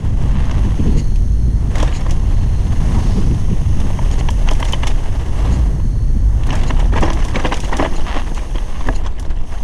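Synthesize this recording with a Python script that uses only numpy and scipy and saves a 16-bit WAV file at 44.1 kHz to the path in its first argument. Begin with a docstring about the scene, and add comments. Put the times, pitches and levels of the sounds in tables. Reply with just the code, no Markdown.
"""A dirt trail, heard from a camera on the rider of a fast mountain bike.
Wind buffets the microphone, loudest of all. The tyres crunch over grit and fall quiet in the jumps.
Roots and stones make the frame clatter and the wheels ring, the chain clinks against metal, and
oil swishes through the suspension on big strokes. Behind it the freewheel's pawls sizzle
and a brake disc now and then brushes its pads."""
import sys
import numpy as np
from scipy import signal
from scipy.fft import rfft, irfft
from scipy.io import wavfile
from scipy.ndimage import uniform_filter1d

SR = 44100
rng = np.random.default_rng(int(sys.argv[2]) if len(sys.argv) > 2 else 0)


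def transcribe(u):
    """Save the signal u as a 16-bit wav file named by the first command-line argument.

    u: samples, shape (n,) or (channels, n), limited to [-1, 1]; the rate is SR.
    q: integer samples, one column per channel.
    """
    v = np.clip(np.atleast_2d(u).T, -1, 1)
    q = np.round(v * 32767).astype(np.int16)
    wavfile.write(sys.argv[1], SR, q)


N = 424683
T = np.arange(N) / SR

# Air past the camera. Each row: time in seconds, share of cruising speed.
AIRSPEED = [(0, 0.91), (.9, 0.89), (1.4, 0.89), (2.3, 0.82), (3.2, 0.94), (4, 0.87), (4.5, 0.74),
            (5.25, 0.65), (5.45, 0.88), (5.9, 0.93), (6.28, 0.74), (6.9, 0.83), (7.6, 0.46), (8.4, 0.4),
            (9.63, 0.48)]
# Rumble at cruising speed. Each row: frequency in Hz, half-octave band gain in dB.
BUFFET_EQ = [(16, -15.5), (30, -1.5), (55, -2.5), (85, -3.5), (130, -6.5), (200, -16.5), (300, -41)]
# Tone of the small eddies and of a flapping gust. 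Each row: frequency in Hz, gain in dB.
EDDY_EQ = [(60, -32.5), (120, 6.5), (175, -1.5), (260, -5.5), (380, -15.5), (700, -27), (1500, -37.5),
           (4000, -67), (16000, -98)]
FLAP_EQ = [(90, -2), (190, 14), (330, 1.5), (480, -7.5), (800, -42), (3000, -30), (16000, -90)]
# Sharp gusts. Each row: centre in seconds, level in dB, length in seconds.
GUSTS = [(.39, -28, 0.098), (.67, -22, 0.048), (.8, -11.5, 0.024), (.88, -13.5, 0.06), (.97, -17, 0.059),
         (1.5, -27.5, 0.079), (2.67, -32, 0.13), (2.97, -23, 0.11), (3.18, -17.5, 0.06),
         (3.29, -19.5, 0.082), (3.525, -16.5, 0.043), (3.85, -22.5, 0.021), (5.52, -23.5, 0.12),
         (6.16, -24, 0.036)]
# The air stream swings onto or off the mic. Each row: centre in seconds, gain in dB, length in seconds.
SURGES = [(.2, -2.5, 0.06), (.76, -1.5, 0.061), (1.05, -1.5, 0.11), (1.18, -4, 0.029), (1.95, -5, 0.056),
          (2.48, -1, 0.089), (3.45, -2, 0.16), (3.57, -7, 0.06), (3.76, -2, 0.051), (3.9, -4, 0.041),
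          (4.16, -4.5, 0.045), (4.67, -0.5, 0.05), (5.04, -4, 0.057), (5.27, -3, 0.1), (5.78, -4, 0.15),
          (6.0, -4.5, 0.057), (7.38, -1.5, .1), (7.54, 0, 0.074), (7.91, 3, .06), (7.99, -2.5, 0.065),
          (8.45, 4, 0.07), (8.55, 5, 0.065), (8.68, -4, .08), (8.85, -6, .05), (8.97, 5, 0.13),
          (9.16, -5, 0.058), (9.47, -10, 0.069)]
# Vortex flutter, gliding as the rider moves.
# Each row: start and end in seconds, first, middle and last rate in Hz, level in dB.
FLUTTERS = [(1.071, 1.875, 18.5, 58.5, 18, -14), (4.364, 4.618, 42.5, 23.4, 18, -12),
            (5.321, 5.749, 30.4, 56.1, 43, -14), (6.052, 6.399, 22.6, 41, 64.4, -12),
            (6.449, 6.946, 20.6, 23.7, 47.5, -13)]

# Tyre scrub on straight ground. Each row: time in seconds, relative level in dB.
SCRUB_FADER = [(0, -38.5), (.4, -37), (2.3, -37.5), (3.5, -39), (4, -33.5), (5.2, -35.5), (6.6, -35),
               (7.5, -35.5), (8.5, -38), (9.63, -43)]
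# Loose stones, smooth dirt first and rocks later. Each row: time in seconds, level in dB against scrub.
PEBBLE_FADER = [(0, -11), (3.6, -8), (4.4, -9), (5.8, -12.5), (6.4, -7), (6.6, -3.5), (7.9, -3),
                (8.45, -8.5), (9.63, -2.5)]
# Tone of tyres on dirt, stones drumming through frame and rider, and air under the bike in a jump.
# Each row: frequency in Hz, gain in dB.
TYRE_EQ = [(120, -14), (300, 6), (560, 2.5), (800, 1.5), (1080, 0), (1400, -11), (1700, -6.5), (2030, -8.5),
           (2450, -14.5), (2750, -9), (3200, -11.5), (3800, -17.5), (4900, -19.5), (6200, -19),
           (10000, -25), (12000, -35), (15500, -44)]
THRUM_EQ = [(60, -9.5), (100, 1), (170, -2.5), (260, -7), (400, -17), (900, -62), (16000, -100)]
RUSH_EQ = [(120, -4), (300, 6.5), (600, 1.5), (1000, -2), (1400, -10), (1900, -7.5), (2500, -22.5),
           (3000, -19), (4500, -24), (8000, -24), (15500, -39)]
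# Turns, ramps and landings load the tyres, crests unload them.
# Each row: centre in seconds, scrub gain in dB, length in seconds.
TYRE_LOADS = [(.6, 1.5, 0.25), (1.85, 2.5, 0.14), (2.98, 7, 0.5), (4.33, -3.5, 0.27), (5.48, 3.5, 0.46),
              (6.915, -8, 0.026)]
# Slides on loose dirt, and dust sprayed in the banked turn.
# Each row: centre in seconds, level in dB, length in seconds.
SKIDS = [(.48, -35, 0.47), (.85, -49, 0.33), (5.45, -34.5, 0.1), (7.0, -40, 0.07), (8.09, -28, 0.067),
         (8.17, -27, 0.11), (8.81, -39.5, 0.35)]
DUST_SPRAY = [(3.12, -44, 0.39)]
# Jumps. Each row: take-off and landing in seconds.
JUMPS = [(.92, 1.71), (5.6, 6.466)]

# Roots and landings shake the bike.
# Each row: start in seconds, relative level in dB, thud weight in dB, clatter t60 in seconds.
JOLTS = [(1.753, -15.5, 4, 0.077), (1.772, -20.5, 6, 0.18), (1.797, -16, 0, 0.22),
         (1.824, -18.5, 2.5, 0.14), (1.87, -22, -12, 0.38), (1.945, -27, -17, 0.14),
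         (2.008, -27.5, -16, 0.072), (2.06, -20, 1, 0.12), (2.093, -25.5, -24, 0.1), (4.472, -19, -6, 0.22),
         (4.512, -19, 7, 0.11), (4.594, -20, 3, 0.3), (4.736, -20, -6, 0.21), (4.832, -17.5, -11, 0.086),
         (4.869, -16.5, -22, 0.095), (4.902, -21, -1, 0.061), (6.488, -19, 1, 0.12),
         (6.526, -17.5, -6, 0.54), (6.701, -16.5, 7, 0.062), (6.799, -18, -1, 0.086),
         (6.933, -14, 9, 0.047), (6.958, -15, 2, 0.25), (6.975, -11, -4, 0.028), (7.026, -7.5, 8, 0.17),
         (7.055, -18.5, -5, 0.055), (7.078, -14.5, 5, 0.39), (7.197, -24, -12, 0.075),
         (7.221, -19.5, -14, 0.047), (7.343, -20, -3, 0.11), (7.356, -10, 5.5, 0.17),
         (7.394, -15.5, -4, 0.057), (7.448, -8, 4, 0.12), (7.465, -18, -10, .03), (7.523, -10.5, -1, 0.15),
         (7.725, -10.5, 3, 0.28), (7.796, -8.5, 7.5, 0.15), (7.822, -9, 2, 0.26), (7.85, -16, -1, 0.12),
         (8.162, -16.5, 8, 0.13), (8.271, -25, -2, 0.092), (8.315, -24, 14, 0.061), (8.371, -20, -13, 0.18),
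         (8.554, -21.5, 2, .08), (8.806, -21, -2, 0.066), (8.866, -20.5, 10, .07), (8.888, -20, 22, 0.17),
         (9.057, -25.5, -22, 0.065), (9.068, -24, -8, 0.035), (9.183, -28.5, -1, .07),
         (9.246, -31, 3, 0.064), (9.303, -26.5, -2, 0.08), (9.518, -27, -5, 0.067), (9.547, -30, -15, .07)]
# Rough ground full of small jolts. Each row: start and end in seconds, relative level in dB.
ROUGH_GROUND = [(4.521, 4.72, -26), (6.521, 6.698, -29.5), (7.228, 7.317, -29), (7.561, 7.7, -28)]
# Tone of the rattling frame. Each row: frequency in Hz, gain in dB.
FRAME_EQ = [(100, -31), (250, 8), (500, 0.5), (760, 2.5), (1080, 0.5), (1430, -10), (1800, -1.5),
            (2450, -9), (3100, -6.5), (3900, -14), (6300, -12.5), (7500, -13), (10500, -24), (12000, -46),
            (15500, -44)]
# Hard parts strike the frame.
# Each row: start in seconds, relative level in dB, tilt in dB per octave, top cut in Hz.
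CLACKS = [(0.513, -16.5, 0.5, 6000), (1.829, -5.5, -18, 4000), (1.9252, -19, 8, 2800),
          (3.989, -11, -6, 2980), (4.209, -13, -5.5, 4500), (4.287, -6, -2.5, 5200), (4.4875, -7, 4, 4270),
          (4.513, -10, -9, 4500), (4.6273, -6.5, -1, 4000), (4.7345, -8, 1.5, 3900),
          (4.833, -8, -0.5, 3970), (4.87, -16, 2, 4530), (5.798, -22.5, -5, 3500), (6.505, -11, 3.5, 4200),
          (6.527, -14, -13, 4000), (6.706, -6, -4.5, 5130), (6.96, -6, -7, 3500), (6.984, -9, -2.5, 3000),
          (7.024, -8, -7, 3300), (7.031, -12, -13, 2500), (7.103, -6, -3.5, 6100), (7.172, -16, -4, 3500),
          (7.357, -10, 2, 3680), (7.449, -9, -1.5, 3300), (7.457, -9, -1, 3500), (7.521, -3, -2.5, 2780),
          (7.726, -10, -12, 3200), (7.797, -4, -9, 3500), (7.805, -6, -13, 2500), (7.824, -13, -10, 3500),
          (7.849, -8, -6, 3500), (7.86, -6, -7, 3800), (8.583, -16.5, 1.5, 3940), (8.887, -1, -4.5, 2280),
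          (9.06, -14.5, -10, 5500)]
# Modes of the tubes and guards, and of the wheels and spokes.
# Each row: pitch in Hz, gain in dB, t60 in seconds.
FRAME_MODES = [(560, 2, 0.0059), (770, 6, 0.0082), (905, 8.5, 0.012), (1022, 8, 0.013), (1520, -11, 0.0062),
               (1710, -3.5, 0.011), (2070, 1.5, 0.0089), (2750, 3, 0.0076), (3055, 1, 0.017),
               (3270, -1.5, .011), (4500, -7, 0.0094), (5600, 3, 0.0088), (6240, 5, 0.0092)]
WHEEL_MODES = [(334, -33, 0.45), (508, -36, 0.3), (655, -26, 0.15), (830, -31, .08), (1030, -39, 0.035),
               (1722, -19, 0.035)]
# Direct hits on a spoke or guard. Each row: start in seconds, level in dB, pitch in Hz, t60 in seconds.
TWANGS = [(2.965, -25, 948, 0.19), (4.7335, -10, 3060, 0.027), (7.029, -24, 322, .3),
          (7.358, -24, 510, 0.41), (7.449, -20, 506, 0.33), (7.8, -26, 348.4, 0.66),
          (8.888, -20.5, 655, .13), (8.888, -8.5, 1694, 0.018)]
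# Chain and flung grit hit metal. Each row: start in seconds, relative peak in dB, tilt in dB per octave.
CLINKS = [(0.511, -32, -2), (1.157, -27, -4.5), (1.755, -18.5, -1), (1.782, -21.5, -2), (1.801, -18, -4.5),
          (1.827, -16, -3), (2.008, -31, -3), (2.108, -20.5, -1.5), (3.345, -30.5, -2), (3.397, -34, 2),
          (3.802, -24, -3), (4.112, -23, -3), (4.304, -20.5, 2.5), (4.51, -19.5, -1), (4.533, -25, 2),
          (4.6, -22, 3), (4.723, -19, 0), (4.869, -15.5, -6), (4.874, -20, 1), (6.434, -24, -11.5),
          (6.4687, -30.5, 4), (6.553, -22.5, 1), (6.795, -27, 3), (7.007, -21, 1), (7.132, -19.5, -2),
          (7.249, -20, -1), (7.541, -15, -5), (7.602, -17.5, -1), (7.768, -18.5, -1), (8.346, -25, 0),
          (8.871, -28.5, 1), (9.196, -25.5, 4)]
# Big suspension strokes. Each row: centre in seconds, level in dB, length in seconds,
# whistle pitch in Hz, whistle level in dB against the squirt.
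STROKES = [(0.99, -33.5, 0.04, 4680, -8), (1.96, -35.5, 0.053, 4100, -8), (4.133, -38, 0.025, 4200, -17),
           (4.197, -35, 0.025, 4300, -10), (4.69, -37, 0.041, 4120, -12), (5.538, -38.5, 0.056, 4230, -13),
           (6.684, -36, 0.032, 4070, -5), (7.644, -38, 0.032, 4100, -5), (7.968, -36, 0.02, 4180, -8),
           (8.368, -43, 0.028, 4200, -6), (8.96, -34.5, 0.02, 4200, -5)]
# Tone of a chain tick, the damper oil and the hub. Each row: frequency in Hz, gain in dB.
CHAIN_EQ = [(1200, -16), (3200, 9), (4200, -1.5), (5400, 6.5), (6700, 6.5), (7800, 0), (10700, -3),
            (12000, -22), (13600, -12), (15500, -19), (17000, -31)]
DAMPER_EQ = [(1200, -68), (2050, 7.5), (2400, -3), (2850, 5), (3500, -14), (4150, -1), (5200, -3.5),
             (6100, -5), (6700, 8.5), (7400, -8), (9400, -12), (11000, -20), (13000, -34)]
HUB_EQ = [(1300, -9), (1900, 2.5), (2450, -1), (3000, 3), (3800, -4), (4800, -5.5), (5550, 3), (5950, 2),
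          (6400, 9), (7100, -10), (8200, -5.5), (9300, -1), (10600, -5), (11700, -18.5), (13400, -14),
          (15500, -23)]
# Sizzle of the coasting freewheel, swelling and fading along the trail.
# Each row: time in seconds, level in dB.
HUB_FADER = [(0, -54.5), (.9, -46.5), (1.6, -50), (4.4, -43.5), (5.1, -49), (6.4, -50.5), (7.6, -45),
             (9.63, -48.5)]
# Brake disc rubs. Each row: centre in seconds, relative level in dB, length in seconds, pitch in Hz.
DISC_RUBS = [(1.0, -53, 0.33, 4260), (1.42, -60, 0.76, 4260), (2.5, -57, .7, 4220),
             (5.97, -58.5, 0.59, 4320)]


def wind(eddy_db=-23.5, db_per_doubling=15, sway_db=-18, duck_db=3.5, flutter_db=2):
    """Slow pressure swings and buffeting duck under vortex flutter; eddies puff and gusts flap on top."""
    vortices, locked, cycle = vortex_shedding()
    sway = unit(band(rng.standard_normal(N), [5, 17], order=4))
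    eddies = colour(rng.standard_normal(N), EDDY_EQ)
    puffs_db = 2 * wander(90) + 2 * wander(14) + flutter_db * (cycle - locked / 2)  # a swell per vortex
    level_db = eddy_db + db_per_doubling * np.log2(curve(AIRSPEED)) + 0.88 * bells(SURGES)
    eddies = unit(eddies * amp(puffs_db)) * amp(level_db)
    flaps = noise(FLAP_EQ) * swells(GUSTS)
    rumble = (sway * amp(sway_db) + buffeting()) * amp(-duck_db * locked)
    return rumble + vortices + eddies + flaps


def buffeting(buffet_db=-13, db_per_doubling=4, overload_speed=0.83, drive=0.41):
    """Large vortices push the diaphragm into soft saturation, deeper and quieter at low speed."""
    hz, db = np.transpose(BUFFET_EQ)
    speed = curve(AIRSPEED)
    push, power = 0, 0
    for centre in 16 * 2 ** (np.arange(9) / 2):  # half octaves, 16 to 256 Hz
        gain = amp(np.interp(np.log(centre / speed), np.log(hz), db))
        push += gain * noise_band(centre * 2 ** -.25, centre * 2 ** .25)
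        power += gain ** 2
    speed_db = db_per_doubling * np.log2(np.minimum(speed / overload_speed, 1))
    return unit(np.tanh(drive * push / np.sqrt(power))) * amp(buffet_db + speed_db + bells(SURGES))


def vortex_shedding(jitter=0.0623, ragged_db=0.6, skew=0.29, fade_s=0.038):
    """Vortices peel off at a gliding, uneven rate: returns pressure, lock-in (0 to 1) and cycle."""
    pressure, locked, cycle = np.zeros((3, N))
    drift = 1 + jitter * wander(25)
    size = amp(ragged_db * wander(30))
    for start, end, first_hz, middle_hz, last_hz, db in FLUTTERS:
        on = (T > start) & (T < end)
        t = T[on]
        glide = np.polyfit([0, .5, 1], [first_hz, middle_hz, last_hz], 2)
        hz = np.polyval(glide, (t - start) / (end - start))
        phase = 2 * np.pi * np.cumsum(hz * drift[on]) / SR
        locked[on] = np.minimum(np.minimum(t - start, end - t) / fade_s, 1)
        cycle[on] = np.sin(phase) * locked[on]
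        pressure[on] = unit(np.sin(phase) + skew * np.sin(2 * phase)) * size[on] * locked[on] * amp(db)
    return pressure, locked, cycle


def tyres(trim_db=2, grit_db=-4, flicker_db=2.13, thrum_db=9, rush_db=1, jump_dip_db=10.5):
    """Knobs scrub dirt, crush grit and flick pebbles; skids scrape; in a jump a dull rush takes over."""
    pebbles = pings(per_s=480, spread_db=2.2, t60=.009)
    grit = grains(per_s=1200, spread_db=2.5)
    stoniness = amp(curve(PEBBLE_FADER))
    contact = rng.standard_normal(N) + amp(grit_db) * grit + stoniness * pebbles
    rolling = unit(colour(contact, TYRE_EQ) * amp(flicker_db * wander(90)))
    crunch = colour(grains(per_s=1100, spread_db=4.5), TYRE_EQ)
    scrape = unit(band(crunch, [850, 4500])) * swells(SKIDS)
    thrum = noise(THRUM_EQ) * stoniness * amp(thrum_db)
    rush = noise(RUSH_EQ) * amp(rush_db)
    dust = noise_band(3700, 6300) * swells(DUST_SPRAY)
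    height = jump_height()
    airborne = np.minimum(2 * height, 1)
    ground = (rolling + thrum) * np.sqrt(1 - airborne) + rush * np.sqrt(airborne)
    level_db = curve(SCRUB_FADER) + bells(TYRE_LOADS) - jump_dip_db * height
    return ground * amp(level_db + trim_db) + scrape + dust


def jump_height():
    """Parabolic flight: 0 on the ground, 1 at the top of each jump."""
    return sum(np.maximum(1 - ((2 * T - start - end) / (end - start)) ** 2, 0) for start, end in JUMPS)


def small_stones(per_s=22, scatter_db=6):
    """Rough ground throws up stones at uneven moments. Each row: start in seconds, level in dB."""
    stones = []
    for start, end, db in ROUGH_GROUND:
        for k, (late, size) in enumerate(rng.random((16, 2))):
            s = start + (k + late) / per_s
            if s < end:
                stones.append((s, db + scatter_db * (2 * size - 1)))
    return stones


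def jolts(stones, trim_db=-4, loose_db=-7, snap_s=0.0071, lead_s=.014, squash_db=-12):
    """The tyre squashes, the bump lands and loose parts rattle out, all sounding through the frame."""
    out = np.zeros(N)
    t = T[:SR // 4] - lead_s
    after = np.maximum(t, 0)
    squash = amp(squash_db) * np.maximum(1 - (t / lead_s) ** 2, 0)
    loose_parts = grains(per_s=900, spread_db=2.2) + .9 * pings(per_s=1000, spread_db=2.2, t60=.026)
    rattle = unit(colour(loose_parts, FRAME_EQ))
    low, high = band(rattle, 310, "lowpass"), band(rattle, 1800, "highpass")
    middle = band(rattle, [600, 2500])
    small_jolts = [(s, db, -14, 0.093) for s, db in stones]  # light thud, short clatter
    for s, db, thud_db, t60 in JOLTS + small_jolts:
        i = rng.integers(N - len(t))
        part = slice(i, i + len(t))
        attack_s = 0.0069 * amp(0.063 * thud_db)  # a heavier thud builds more slowly
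        edge_db = -9 - .5 * thud_db  # and has less bright edge
        attack = 1 - np.exp(-after / attack_s)
        decay = np.exp(-after / snap_s) + amp(loose_db - 60 * after / t60)
        envelope = attack * decay + squash
        blow = envelope * (middle[part] - amp(thud_db + 4) * low[part] - amp(edge_db) * high[part])
        mid_rms = np.sqrt(np.sum(band(blow, [600, 3500]) ** 2) / np.sum(envelope ** 2))
        add(out, s - lead_s, blow / mid_rms * amp(db + trim_db))
    return out


def clacks(trim_db=-11.5, chatter_db=-6, chatter_s=.0045, scatter_db=1.2, detune=.03):
    """A hard contact chatters briefly and rings the frame's damped modes, differently at each spot."""
    out = np.zeros(N)
    t = T[:SR // 16]
    hz, mode_db, t60 = np.transpose(FRAME_MODES)[:, :, None]
    polarity = (-1) ** np.arange(len(hz))[:, None]  # neighbouring modes swing in opposite directions
    for s, db, tilt, limit_hz in CLACKS:
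        clack = np.zeros(len(t))
        top_cut = 1 / (1 + (hz / limit_hz) ** 6)
        for bounce in range(4):
            delay_s = chatter_s * (bounce + rng.random()) / 4 * (bounce > 0)
            pitch = hz * (1 + detune * rng.standard_normal(hz.shape))
            gain_db = mode_db + tilt * np.log2(hz / 1000) + scatter_db * rng.standard_normal(hz.shape)
            modes = polarity * top_cut * amp(gain_db) * ring(np.maximum(t - delay_s, 0), pitch, t60)
            clack += amp(chatter_db * np.sqrt(bounce)) * modes.sum(axis=0)
        add(out, s, clack / np.std(clack[:SR // 160]) * amp(db + trim_db))
    return out


def casing_thumps(hz=144, t60=0.046, trim_db=-9):
    """Each root or landing squeezes the tyre casing into one short low boom."""
    out = np.zeros(N)
    for s, db, thud_db, _ in JOLTS:
        pitch = hz * (1 + .1 * rng.standard_normal())
        add(out, s, amp(db + thud_db + trim_db) * ring(T[:SR // 4], pitch, t60))
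    return out


def wheels(blows, send_db=-25):
    """The wheels ring on after every blow; a direct hit twangs one spoke or guard."""
    t = T[:SR // 2]
    response = sum(amp(db) * ring(t, hz, t60) for hz, db, t60 in WHEEL_MODES)
    out = amp(send_db) * signal.fftconvolve(blows, response)[:N]
    for s, db, hz, t60 in TWANGS:
        add(out, s, amp(db) * ring(t, hz, t60))
    return out


def chain(stones, trim_db=0.5, stone_db=-3, attack_s=.0006, snap_s=.003, tail_db=-14, tail_s=0.03):
    """Links strike metal with a bright tick and a brief shiver; small stones set them off too."""
    out = np.zeros(N)
    t = T[:SR // 12]
    attack = 1 - np.exp(-t / attack_s)
    decay = np.exp(-t / snap_s) + amp(tail_db) * np.exp(-t / tail_s)
    for s, db, tilt in CLINKS + [(s, db + stone_db, 0) for s, db in stones]:
        eq = [(hz, gain + tilt * np.log2(hz / 6000)) for hz, gain in CHAIN_EQ]
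        tick = colour(rng.standard_normal(len(t)) * attack * decay, eq)
        add(out, s, tick / np.abs(tick).max() * amp(db + trim_db))
    return out


def suspension(width_hz=320):
    """Oil squirts through the damper ports on each stroke, with a brief whistle."""
    oil = noise(DAMPER_EQ)
    out = np.zeros(N)
    for s, db, length, hz, whistle_db in STROKES:
        near = np.abs(T - s) < 2 * length
        whistle = noise_band(hz - width_hz / 2, hz + width_hz / 2, samples=N // 20)
        flow = swells([(s, db, length)])[near]
        out[near] += (oil[near] + amp(whistle_db) * np.resize(whistle, len(flow))) * flow
    return out


def freewheel(pawl_hz=220, wobble=0.29, load_share=0.47, pedal_s=(9.0, 9.45), pedal_dip_db=24):
    """Pawls snap over the ratchet and sizzle in the hub, dropping away while a pedal stroke locks them."""
    phase = np.cumsum(pawl_hz * (1 + wobble * wander(40))) / SR % 1
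    sizzle = unit(colour(rng.standard_normal(N) * np.exp(-phase), HUB_EQ))
    pedalling = uniform_filter1d(1. * ((T > pedal_s[0]) & (T < pedal_s[1])), size=1500)
    level_db = curve(HUB_FADER) + load_share * bells(TYRE_LOADS) - pedal_dip_db * pedalling
    return sizzle * amp(level_db)


def brake_disc(trim_db=3, width_hz=270):
    """The disc brushes its pads with a faint, narrow whirr."""
    return sum(noise_band(hz - width_hz / 2, hz + width_hz / 2) * swells([(s, db + trim_db, length)])
               for s, db, length, hz in DISC_RUBS)


def grains(per_s, spread_db):
    """Tiny clicks at random moments, mostly small and a few large."""
    out = np.zeros(N)
    moment, chance, side = rng.random((per_s * N // SR, 3)).T
    size = amp(spread_db * np.minimum(-np.log(1 - chance), 4))
    out[(moment * N).astype(int)] = size * np.sign(side - .5)
    return unit(out)


def pings(per_s, spread_db, t60):
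    """Small hard pieces collide at random, each ringing briefly at a pitch of its own."""
    hz = np.geomspace(450, 6500, 300)[:, None]
    rings = np.sqrt(hz) * ring(T[:SR // 40], hz, t60)
    moment, chance, pitch, side = rng.random((per_s * N // SR, 4)).T
    sizes = amp(spread_db * np.minimum(-np.log(1 - chance), 4)) * np.sign(side - .5)
    out = np.zeros(N)
    for s, size, k in zip(moment * N / SR, sizes, (pitch * len(hz)).astype(int)):
        add(out, s, size * rings[k])
    return unit(out)


def ring(t, hz, t60):
    """A sine that dies by 60 dB in t60 seconds."""
    return amp(-60 * t / t60) * np.sin(2 * np.pi * hz * t)


def noise(eq):
    """Noise through an EQ curve, at rms 1."""
    return unit(colour(rng.standard_normal(N), eq))


def noise_band(low_hz, high_hz, samples=N):
    """Band-passed noise at rms 1."""
    return unit(band(rng.standard_normal(samples), [low_hz, high_hz]))


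def colour(x, eq, size=8192):
    """Minimum-phase EQ through (Hz, dB) points, built from its cepstrum."""
    hz, db = np.transpose(eq)
    f = np.maximum(np.fft.rfftfreq(size, 1 / SR), 1)
    gain = amp(np.interp(np.log(f), np.log(hz), db)) * np.minimum(f / hz[0], 1)
    cepstrum = irfft(np.log(gain))
    cepstrum[1:size // 2] *= 2
    cepstrum[size // 2 + 1:] = 0
    return signal.fftconvolve(x, irfft(np.exp(rfft(cepstrum))))[:len(x)]


def band(x, hz, kind="bandpass", order=2):
    """Butterworth filter."""
    return signal.sosfilt(signal.butter(order, hz, kind, fs=SR, output="sos"), x)


def wander(rate_hz):
    """Smooth random modulation at rms 1."""
    k = max(int(SR / rate_hz), 1)
    return unit(uniform_filter1d(np.repeat(rng.standard_normal(N // k + 1), k), k)[:N])


def curve(table):
    """Automation line through (seconds, value) points."""
    return np.interp(T, *np.transpose(table))


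def bells(table):
    """Sum of bell curves. Each row: centre in seconds, height, length in seconds."""
    return sum(height * np.exp(-(2 * (T - s) / length) ** 2) for s, height, length in table)


def swells(table):
    """Bell-shaped swells out of silence, with their peaks given in dB."""
    return bells([(s, amp(db), length) for s, db, length in table])


def amp(db):
    """Decibels to gain."""
    return 10 ** (np.asarray(db) / 20)


def unit(x):
    """Scale to rms 1."""
    return x / np.sqrt(np.mean(x ** 2))


def add(track, s, sound):
    """Mix a sound in at s seconds."""
    i = max(int(s * SR), 0)
    track[i:i + len(sound)] += sound[:N - i]


def scene():
    """A close, dry mono mix: everything is within a metre or two of the microphone, in open air."""
    stones = small_stones()
    blows = jolts(stones) + clacks()
    bed = wind() + tyres() + freewheel() + brake_disc()
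    hits = blows + casing_thumps() + wheels(blows) + chain(stones) + suspension()
    return (bed + hits)[None]


def record(dry, ceiling=0.76, top_hz=15500):
    """The camera rounds the highest peaks and cuts the top."""
    rounded = dry / (1 + (dry / ceiling) ** 6) ** (1 / 6)
    return signal.sosfilt(signal.ellip(8, .2, 70, top_hz, fs=SR, output="sos"), rounded)


dry = scene()
out = record(dry)
transcribe(out)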